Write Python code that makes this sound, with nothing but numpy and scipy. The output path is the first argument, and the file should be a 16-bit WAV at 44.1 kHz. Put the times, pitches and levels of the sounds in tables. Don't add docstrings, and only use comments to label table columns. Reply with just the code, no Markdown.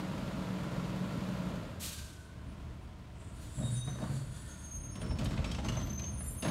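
import sys
import numpy as np
from scipy import signal
from scipy.fft import rfft, irfft
from scipy.io import wavfile
from scipy.ndimage import uniform_filter1d

SR = 44100
rng = np.random.default_rng(int(sys.argv[2]) if len(sys.argv) > 2 else 0)


def to_wav(sig):
    pcm = np.clip(np.atleast_2d(sig), -1, 1) * 32767
    pcm = np.round(pcm).astype(np.int16)
    wavfile.write(sys.argv[1], SR, pcm.T)


N = 286650
T = np.arange(N) / SR
TOP_HZ = 15720


def undb(db):
    return 10 ** (np.asarray(db) / 20)


def unit(x):
    return x / np.sqrt(np.mean(x ** 2) + 1e-20)


def walk(rate_hz):
    step = max(int(SR / rate_hz), 2)
    stairs = np.repeat(rng.standard_normal(N // step + 1), step)
    return unit(uniform_filter1d(stairs, step)[:N])


def ramp(start, length):
    return np.clip((T - start) / length, 0, 1)


def fade(start, t60, attack, hold=0):
    age = np.maximum(T - start, 0)
    decay = np.log(1000) * np.maximum(age - hold, 0) / t60
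    return (1 - np.exp(-age / attack)) * np.exp(-np.minimum(decay, 40))


def swell(age, length, edge_db):
    away = np.minimum(np.abs(2 * age / length), 1)
    return undb(-edge_db * away ** 2.33) * np.minimum(10 * (1 - away), 1)


def equalise(x, points, resonances=(), size=8192):
    f = np.maximum(np.fft.rfftfreq(size, 1 / SR), 1)
    hz, db = np.transpose(points)
    shape_db = np.interp(np.log(f), np.log(hz), db) - 24 * np.log2(np.maximum(hz[0] / f, 1))
    for centre, width, boost in resonances:
        shape_db = shape_db + boost / (1 + (2 * (f - centre) / width) ** 2)
    cepstrum = irfft(np.log(undb(shape_db)))[:size // 2]
    cepstrum[1:] *= 2
    response = irfft(np.exp(rfft(cepstrum, size)))
    return signal.fftconvolve(x, response / np.linalg.norm(response))[:len(x)]


def street(x, wet_db, t60):
    t = T[:SR]
    echoes = rng.standard_normal(SR) * (rng.random(SR) < .02)
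    echoes *= np.exp(-np.log(1000) * t / t60) * (t > .008)
    reverb = signal.fftconvolve(x, echoes / np.linalg.norm(echoes))[:N]
    wet = undb(wet_db)
    return (x + wet * reverb) / np.sqrt(1 + wet ** 2)


# t/s, strength/0-1
ROAD_JOLTS = [(3.3, 0), (3.6, 0.2), (4.88, 0.04), (5.17, 0.98), (5.8, 0.89), (6.0, 0.6), (6.5, 0.41)]


def jolting():
    return np.interp(T, *np.transpose(ROAD_JOLTS))


def governor(drop_s=1.32, drop_length_s=.7, hunt_period_s=0.788, hunt_fade_s=1.3):
    load = (1 + np.cos(np.pi * ramp(drop_s, drop_length_s))) / 2
    age = np.maximum(T - drop_s - drop_length_s, 0)
    hunt = -np.sin(2 * np.pi * age / hunt_period_s) * np.exp(-age / hunt_fade_s)
    return load, hunt


# multiple of the firing rate, loaded level/dB, idle level/dB
EXHAUST_PARTIALS = [(0.998, -54, -60), (1.88, -51, -69), (2, -52, -51.5), (2.29, -49.5, -64.5),
                    (2.65, -51.5, -65), (3, -43, -70), (3.33, -55.5, -59.5), (4.25, -57.5, -61.5),
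                    (5, -57, -61)]
# f/Hz, gain/dB
ROAR_EQ = [(18, -61), (30, -4), (48, -18), (81, -11.5), (187, -1.5), (230, -5.5), (307, -12), (389, -18),
           (575, -13.5), (787, -23.5), (1330, -23), (1550, -25.5), (3680, -31.5), (4500, -32.5),
           (5700, -41.5), (7000, -37.5), (8700, -47.5), (9600, -41), (10500, -54), (11500, -43),
           (15500, -60)]
RUMBLE_EQ = [(22, -48), (35, -5.5), (52, -1), (74, -4), (95, -2.5), (120, -4.5), (150, -12.5), (200, -9.5),
             (300, -18.5), (400, -42), (800, -76)]
CLATTER_EQ = [(180, -16.5), (300, 2), (354, -3), (411, -6), (431, -4), (526, -10.5), (641, -3.5),
              (756, -13), (863, -15.5), (907, -12.5), (1330, -13.5), (1750, -14.5), (3280, -17.5),
              (4420, -22.5), (9600, -30), (10600, -34), (15500, -39.5)]
# f/Hz, width/Hz, boost/dB
CAB_RESONANCES = [(189, 8.4, 4.5), (434.6, 12, 5.5), (573, 55, 3.5), (984, 296, 6.5), (1380, 85, 5.5)]


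def engine(raised_hz=61.48, idle_hz=36.24, hunt_hz=1.41, hunt_db=4.5, scatter_db=3, knock=0.19):
    load, hunt = governor()
    firing_hz = idle_hz + (raised_hz - idle_hz) * load + hunt_hz * hunt
    cycles = np.cumsum(firing_hz * (1 + 0.0046 * walk(14))) / SR
    strengths = undb(scatter_db * rng.standard_normal(1000))
    firing = strengths[cycles.astype(int)] * np.exp(-(cycles % 1) / 0.89)
    gate = unit(1 + knock * unit(firing))
    throb = 1 + 0.24 * load * np.sin(2 * np.pi * cycles / 3.4 + walk(7.3))
    note = 0
    for multiple, loaded_db, idle_db in EXHAUST_PARTIALS:
        gain = throb * undb(idle_db + load * (loaded_db - idle_db) + 2 * walk(18))
        note += np.sqrt(2) * gain * np.sin(2 * np.pi * (multiple * cycles + rng.random()))
    roar = equalise(gate * rng.standard_normal(N), ROAR_EQ, CAB_RESONANCES)
    roar *= undb(-41.5) * load ** 0.64
    rumble = equalise(gate * rng.standard_normal(N), RUMBLE_EQ)
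    rumble *= undb(-49 + 0.5 * load + 11.5 * jolting())
    clatter = equalise(gate * rng.standard_normal(N), CLATTER_EQ, CAB_RESONANCES[2:])
    clatter *= undb(-57 + 8 * load + 2 * hunt)
    return (note + rumble) * undb(hunt_db * hunt) + roar + clatter


# peak t/s, length/s, f/Hz, level/dB, waver/share of pitch
PUMP_WHINES = [(2.059, 0.96, 1547, -61.5, 0.031), (2.6, 1.0, 1058, -69, .03),
               (2.87, 0.16, 745, -58.5, .004), (3.07, 0.5, 742, -62.5, .004),
               (4.5, 0.47, 1436, -63.5, 0.0176), (4.5, 0.4, 1790, -67, 0.017)]


def hydraulic_pump(sag_per_s=0.072, flutter_db=1.2):
    whines = 0
    for s, length, hz, db, waver in PUMP_WHINES:
        pitch = hz * (1 - sag_per_s * (T - s) + waver * walk(260))
        tone = np.sin(2 * np.pi * np.cumsum(pitch) / SR)
        whines += undb(db) * swell(T - s, length, edge_db=9) * tone
    return street(whines * undb(flutter_db * walk(70)), wet_db=0, t60=0.32)


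# t/s, level/dB, hold/s, low-band t60/s
AIR_BLASTS = [(1.794, -39.5, 0.046, 0.97), (3.397, -58, 0.037, 0.44)]
# f/Hz, gain/dB
JET_EQ = [(600, -14), (1100, -0.5), (2000, -2.5), (2600, 2), (3200, 3.5), (4400, 4.5), (5200, 1.5),
          (6200, 4), (9700, 3), (10500, -0.5), (12800, 0.5), (15500, -8)]
# f/Hz, width/Hz, boost/dB
OUTLET_RESONANCES = [(3540, 280, 1.5), (4580, 210, 1), (8330, 130, 3)]


def air_valve(attack_s=0.027, split_hz=9500, treble_t60_share=0.57, flutter_db=0.98):
    hiss = 0
    for side, share in (("low", 1), ("high", treble_t60_share)):
        jet = equalise(rng.standard_normal(N), JET_EQ, OUTLET_RESONANCES)
        band = signal.sosfilt(signal.butter(2, split_hz, side, fs=SR, output="sos"), jet)
        envelope = sum(undb(db) * fade(s, share * t60, attack_s, hold) for s, db, hold, t60 in AIR_BLASTS)
        hiss += band * envelope
    return hiss * undb(flutter_db * walk(70))


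# peak t/s, length/s, f/Hz, width/Hz, level/dB
CHIRPS_AND_RASPS = [(2.272, .1, 9350, 350, -77), (2.504, .11, 9350, 350, -73),
                    (2.837, 0.091, 9380, 356, -76), (3.26, 0.25, 8040, 1900, -66.5),
                    (3.587, 0.12, 10070, 200, -61), (3.663, 0.31, 7700, 560, -54),
                    (4.13, 0.34, 4500, 350, -64)]


def chirps_and_rasps(grit_db=1.5):
    bursts = 0
    for s, length, hz, width, db in CHIRPS_AND_RASPS:
        bandpass = signal.butter(2, [hz - width / 2, hz + width / 2], "band", fs=SR, output="sos")
        band = unit(signal.sosfilt(bandpass, rng.standard_normal(N)))
        bursts += undb(db) * band * swell(T - s, length, edge_db=13)
    return bursts * undb(grit_db * walk(90))


# f/Hz, gain/dB
FRICTION_EQ = [(1500, 3), (2400, -12), (3300, -2.5), (4000, -3.5), (4550, -4), (5200, -9.5), (6300, -6),
               (7100, -2.5), (8000, -5), (9600, -2.5), (10500, -13.5), (12000, -12), (15000, -24)]
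# f/Hz, width/Hz, relative boost/dB
DRUM_RESONANCES = [(3530, 110, 6), (4580, 170, 6), (6930, 80, 8), (7120, 70, 7), (7810, 110, 9.5),
                   (8500, 140, 7), (9120, 90, 10), (9670, 110, 8), (9900, 120, 8), (10200, 100, 7),
                   (10600, 110, 8), (11000, 110, 7), (11350, 120, 7)]


def brake_rub(on_s=3.254, attack_s=0.37, off_s=4.5, release_s=0.32, rub_db=-57.5, drag_db=-92):
    hiss = equalise(rng.standard_normal(N), FRICTION_EQ)
    rings = 0
    for hz, width, boost in DRUM_RESONANCES:
        contact = undb(3 * walk(12))
        ring = signal.lfilter(*signal.iirpeak(hz, hz / width, fs=SR), hiss)
        rings += (undb(boost) - 1) * contact * ring
    pressure = ramp(on_s, attack_s) * (undb(rub_db) * (1 - ramp(off_s, release_s)) + undb(drag_db))
    flutter = undb(2.3 * walk(15))
    return unit(hiss + undb(-2) * rings) * pressure * flutter


# t/s, thud level/dB, clank level/dB, low ring f/Hz, high ring f/Hz,
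# tilt/dB per octave (the harder the contact, the brighter)
ARM_HITS = [(3.58, -46, -49, 550, 900, -9), (3.606, -44, -45, 600, 900, -15),
            (3.623, -48, -47, 530, 716, -4), (3.872, -40, -51, 556, 1097, -14),
            (3.985, -41, -50, 1130, 1500, -8), (4.02, -45, -43, 594, 1050, -8),
            (4.036, -49, -46.5, 626, 1000, -10), (4.09, -43, -53, 634, 1010, -9),
            (4.953, -44.5, -50.5, 2500, 3100, 4), (5.014, -36, -49, 2500, 3200, 2),
            (5.105, -43.5, -45, 850, 1310, -4.5), (5.186, -38, -43.5, 2530, 3000, 2),
            (5.217, -43.5, -42.5, 400, 596, -4), (5.243, -55, -48, 8800, 11300, 10),
            (5.255, -44, -42, 3140, 3700, -1.5), (5.31, -48, -52, 600, 1000, -7),
            (5.374, -45.5, -42.5, 2200, 2500, -5.5), (5.387, -46, -49, 1160, 1570, -5),
            (5.442, -42, -39, 2420, 3700, -2.5), (5.513, -47, -41, 3200, 5970, 1.5),
            (5.545, -52, -43.5, 2670, 6000, -1.5), (5.583, -59, -39.5, 790, 2000, -6),
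            (5.587, -63, -48, 544, 3150, -4), (5.644, -39, -50, 1000, 1900, 2),
            (5.684, -38.5, -37.5, 1080, 2870, 0), (5.72, -46, -49, 1000, 3430, 0),
            (5.751, -41.5, -48, 1000, 3500, -1), (5.768, -51, -40, 587, 964, -6),
            (5.81, -52, -49.5, 1940, 3200, -1), (5.869, -50, -51.5, 600, 6040, -2),
            (5.991, -43, -46, 2500, 4100, 0), (6.035, -62, -48, 2500, 3000, -3.5),
            (6.205, -49, -48.5, 1260, 1630, -5.5), (6.423, -34, -40.5, 2720, 3900, 0),
            (6.446, -39.5, -34.5, 605, 1080, -4), (6.455, -31.5, -35, 560, 1060, -6.5),
            (6.48, -37, -38, 520, 1120, -3)]
# f/Hz, gain/dB
PANEL_EQ = [(70, -18), (130, 8), (200, 5.5), (310, -3), (420, -8.5), (620, -4.5), (800, -15), (1050, -10.5),
            (1600, -17), (2500, -26.5), (6000, -48.5)]
STEEL_EQ = [(600, 0), (1500, -4), (2500, 0.5), (4200, -0.5), (5500, -5), (7500, -6), (10000, -15.5),
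            (15500, -31)]


def ironwork(shake_db=-47, aftershake_db=-4.5, ring_width_hz=240, ring_db=9.5, contacts_per_s=300):
    thuds, clanks = 0, np.zeros(N + SR)
    shake_power = (undb(shake_db) * jolting() ** 1.46) ** 2
    strike = fade(0, t60=.042, attack=0.00083, hold=.007)[:SR // 2]
    for s, thud_db, clank_db, low_hz, high_hz, tilt in ARM_HITS:
        thuds += undb(thud_db) * fade(s, t60=0.18, attack=0.0096)
        shake_power += (undb(thud_db + aftershake_db) * fade(s, t60=0.65, attack=0.0025)) ** 2
        spectrum = [(hz, db + tilt * np.log2(hz / low_hz)) for hz, db in STEEL_EQ]
        rings = [(hz, ring_width_hz, ring_db) for hz in (low_hz, high_hz)]
        clank = equalise(rng.standard_normal(len(strike)) * strike, spectrum, rings)
        i = int(s * SR)
        clanks[i:i + len(strike)] += undb(clank_db) * clank * np.linalg.norm(strike) / np.linalg.norm(clank)
    contacts = (rng.random(N) < contacts_per_s / SR) * undb(3 * np.minimum(rng.exponential(size=N), 3))
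    tick = np.exp(-T[:SR // 10] / 0.0054)
    chatter = unit(signal.fftconvolve(contacts, tick)[:N]) * np.sqrt(shake_power)
    panels = equalise((thuds + chatter) * rng.standard_normal(N), PANEL_EQ)
    jingle = equalise(chatter * rng.standard_normal(N), STEEL_EQ) * undb(-11) * np.sqrt(jolting())
    return street(panels + jingle, wet_db=-2.5, t60=0.55) + street(clanks[:N], wet_db=-4.5, t60=0.46)


# t/s, level/dB, centre f/Hz
BIN_FLEXES = [(3.579, -27, 152), (3.612, -34, 230), (3.646, -28, 114), (3.721, -27, 113), (3.867, -30, 122),
              (3.915, -33.5, 170), (4.015, -33, 159), (4.094, -28.5, 135), (4.167, -37, 137),
              (4.264, -34.5, 126), (4.77, -29, 77), (5.094, -21, 81), (5.215, -28, 117), (5.388, -20, 76),
              (5.68, -25.5, 105), (5.756, -29, 138), (6.235, -32, 72), (6.465, -29, 127)]
# f/Hz, t60/s
WALL_MODES = [(52, 0.38), (73, 0.14), (95, 0.077), (121.5, 0.57), (137, 0.52), (184, 0.2), (222, 0.54),
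              (262, 0.25)]


def bin_booms(reach_octaves=0.28, attack_s=0.0039):
    booms = np.zeros(N + SR)
    t = T[:SR]
    mode_hz, t60 = np.transpose(WALL_MODES)
    envelopes = np.exp(-np.log(1000) * t / t60[:, None]) * (1 - np.exp(-t / attack_s))
    rings = np.sin(2 * np.pi * mode_hz[:, None] * t) * envelopes
    for s, db, hz in BIN_FLEXES:
        share = 1 / (1 + (np.log2(mode_hz / hz) / reach_octaves) ** 2)
        i = int(s * SR)
        booms[i:i + SR] += undb(db) * (share / np.linalg.norm(share)) @ rings
    return booms[:N]


# peak t/s, length/s, f/Hz, glide/Hz per s, level/dB
DRUM_SQUEALS = [ (3.657, .1, 9330, -200, -53), (3.77, 0.15, 9308, -100, -50), (3.863, .12, 9270, -200, -59),
                (3.66, 0.11, 3740, 0, -56), (3.762, 0.071, 3746, -200, -53),
                (3.825, .048, 3756, 300, -48.5), (3.882, 0.044, 3772, -200, -49.5),
                (3.943, .04, 3755, 2, -65), (4.022, 0.054, 3755, 0, -60), (3.795, .09, 6170, -600, -52.5),
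                (3.845, .05, 6150, 0, -57), (3.915, 0.093, 6148, 0, -52), (3.995, 0.1, 6175, 708, -63),
                (4.57, 0.79, 9640, -230, -65.5), (4.741, 0.53, 6457, -59, -52),
                (4.647, 0.48, 8545, -130, -70), (4.92, 0.49, 9550, -100, -60),
                (4.958, 0.1, 5425, -100, -65), (5.056, 0.063, 5405, -100, -58),
                (5.114, 0.065, 5390, -100, -55), (5.18, .06, 5392, 0, -66),
                (5.305, 0.066, 5410, -60, -61.5), (5.519, 0.15, 5428, 4, -58),
                (6.122, .16, 9260, -300, -62), (6.17, 0.16, 13980, 298, -75),
                (6.196, 0.11, 8530, -300, -62), (6.238, 0.13, 11340, 0, -68), (6.277, 0.17, 7210, 200, -60),
                (6.29, 0.16, 8380, 202, -63), (6.35, 0.25, 8160, 0, -61.5), (6.29, 0.18, 12500, 700, -61),
                (6.42, 0.22, 12700, 200, -68), (6.42, 0.2, 13210, 0, -68), (6.38, 0.2, 15500, 1498, -76),
                (6.447, 0.23, 6420, 398, -53.5), (6.49, 0.08, 10470, 0, -63)]


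def brake_squeals(octave_db=-24, stutter_db=7.5, full_stutter_s=0.22, waver=0.0018):
    squeals = np.zeros(N)
    wander, flutter = walk(160), walk(55)
    for s, length, hz, glide, db in DRUM_SQUEALS:
        on = np.abs(T - s) < length / 2
        age, shift = T[on] - s, rng.integers(N)
        waver_hz = waver * hz + 0.015 * abs(glide)
        pitch = hz + glide * age + waver_hz * np.roll(wander, shift)[on]
        stutter = np.minimum(np.roll(flutter, shift)[on], 1) * min(length / full_stutter_s, 1)
        gain = undb(db + stutter_db * stutter) * swell(age, length, edge_db=16)
        phase = 2 * np.pi * np.cumsum(pitch) / SR
        octave = undb(octave_db) * (2 * hz < TOP_HZ)
        squeals[on] += np.sqrt(2) * gain * (np.sin(phase) + octave * np.sin(2 * phase))
    return street(squeals, wet_db=-7.5, t60=0.76)


# t/s, f/Hz, level/dB
LOW_BRAKE = [(5.62, 6300, -79), (5.65, 6300, -53), (5.755, 6240, -61), (5.772, 6230, -43),
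             (5.815, 6170, -65), (5.837, 6190, -49), (5.888, 6190, -63), (5.91, 6250, -45.5),
             (5.96, 6155, -54), (5.985, 6256, -39), (6.03, 6325, -55), (6.07, 6390, -40), (6.12, 6350, -66),
             (6.24, 6200, -68)]
HIGH_BRAKE = [(6.1, 9600, -72), (6.13, 9550, -51), (6.17, 9700, -55), (6.21, 9770, -50), (6.266, 9780, -57),
              (6.29, 9700, -46), (6.32, 9640, -62), (6.39, 9735, -40), (6.42, 9760, -57),
              (6.446, 9970, -54), (6.52, 10150, -72)]


def stopping_shrieks(waver=0.00209, flutter_db=5, octave_db=-66.5, grip_s=5.88):
    shrieks = 0
    for brake in (LOW_BRAKE, HIGH_BRAKE):
        s, hz, db = np.transpose(brake)
        pitch = np.interp(T, s, hz) * (1 + waver * walk(220))
        phase = 2 * np.pi * np.cumsum(pitch) / SR
        on = (T > s[0]) & (T < s[-1])
        gain = undb(np.interp(T, s, db) + flutter_db * np.minimum(walk(70), 1)) * on
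        grip = swell(T - grip_s, length=0.46, edge_db=5)
        octave = undb(octave_db + 4 * walk(40)) * grip * (2 * hz.mean() < TOP_HZ)
        shrieks += np.sqrt(2) * (gain * np.sin(phase) + octave * np.sin(2 * phase))
    return street(shrieks, wet_db=-2.5, t60=0.55)


def scene():
    highs = brake_squeals() + stopping_shrieks() + chirps_and_rasps() + brake_rub()
    return (engine() + hydraulic_pump() + air_valve() + highs + bin_booms() + ironwork())[None]


def record(dry):
    low_cut = signal.butter(6, 39, "high", fs=SR, output="sos")
    high_cut = signal.ellip(12, .1, 80, TOP_HZ, fs=SR, output="sos")
    return signal.sosfilt(high_cut, signal.sosfilt(low_cut, dry))


dry = scene()
out = record(dry)
to_wav(out)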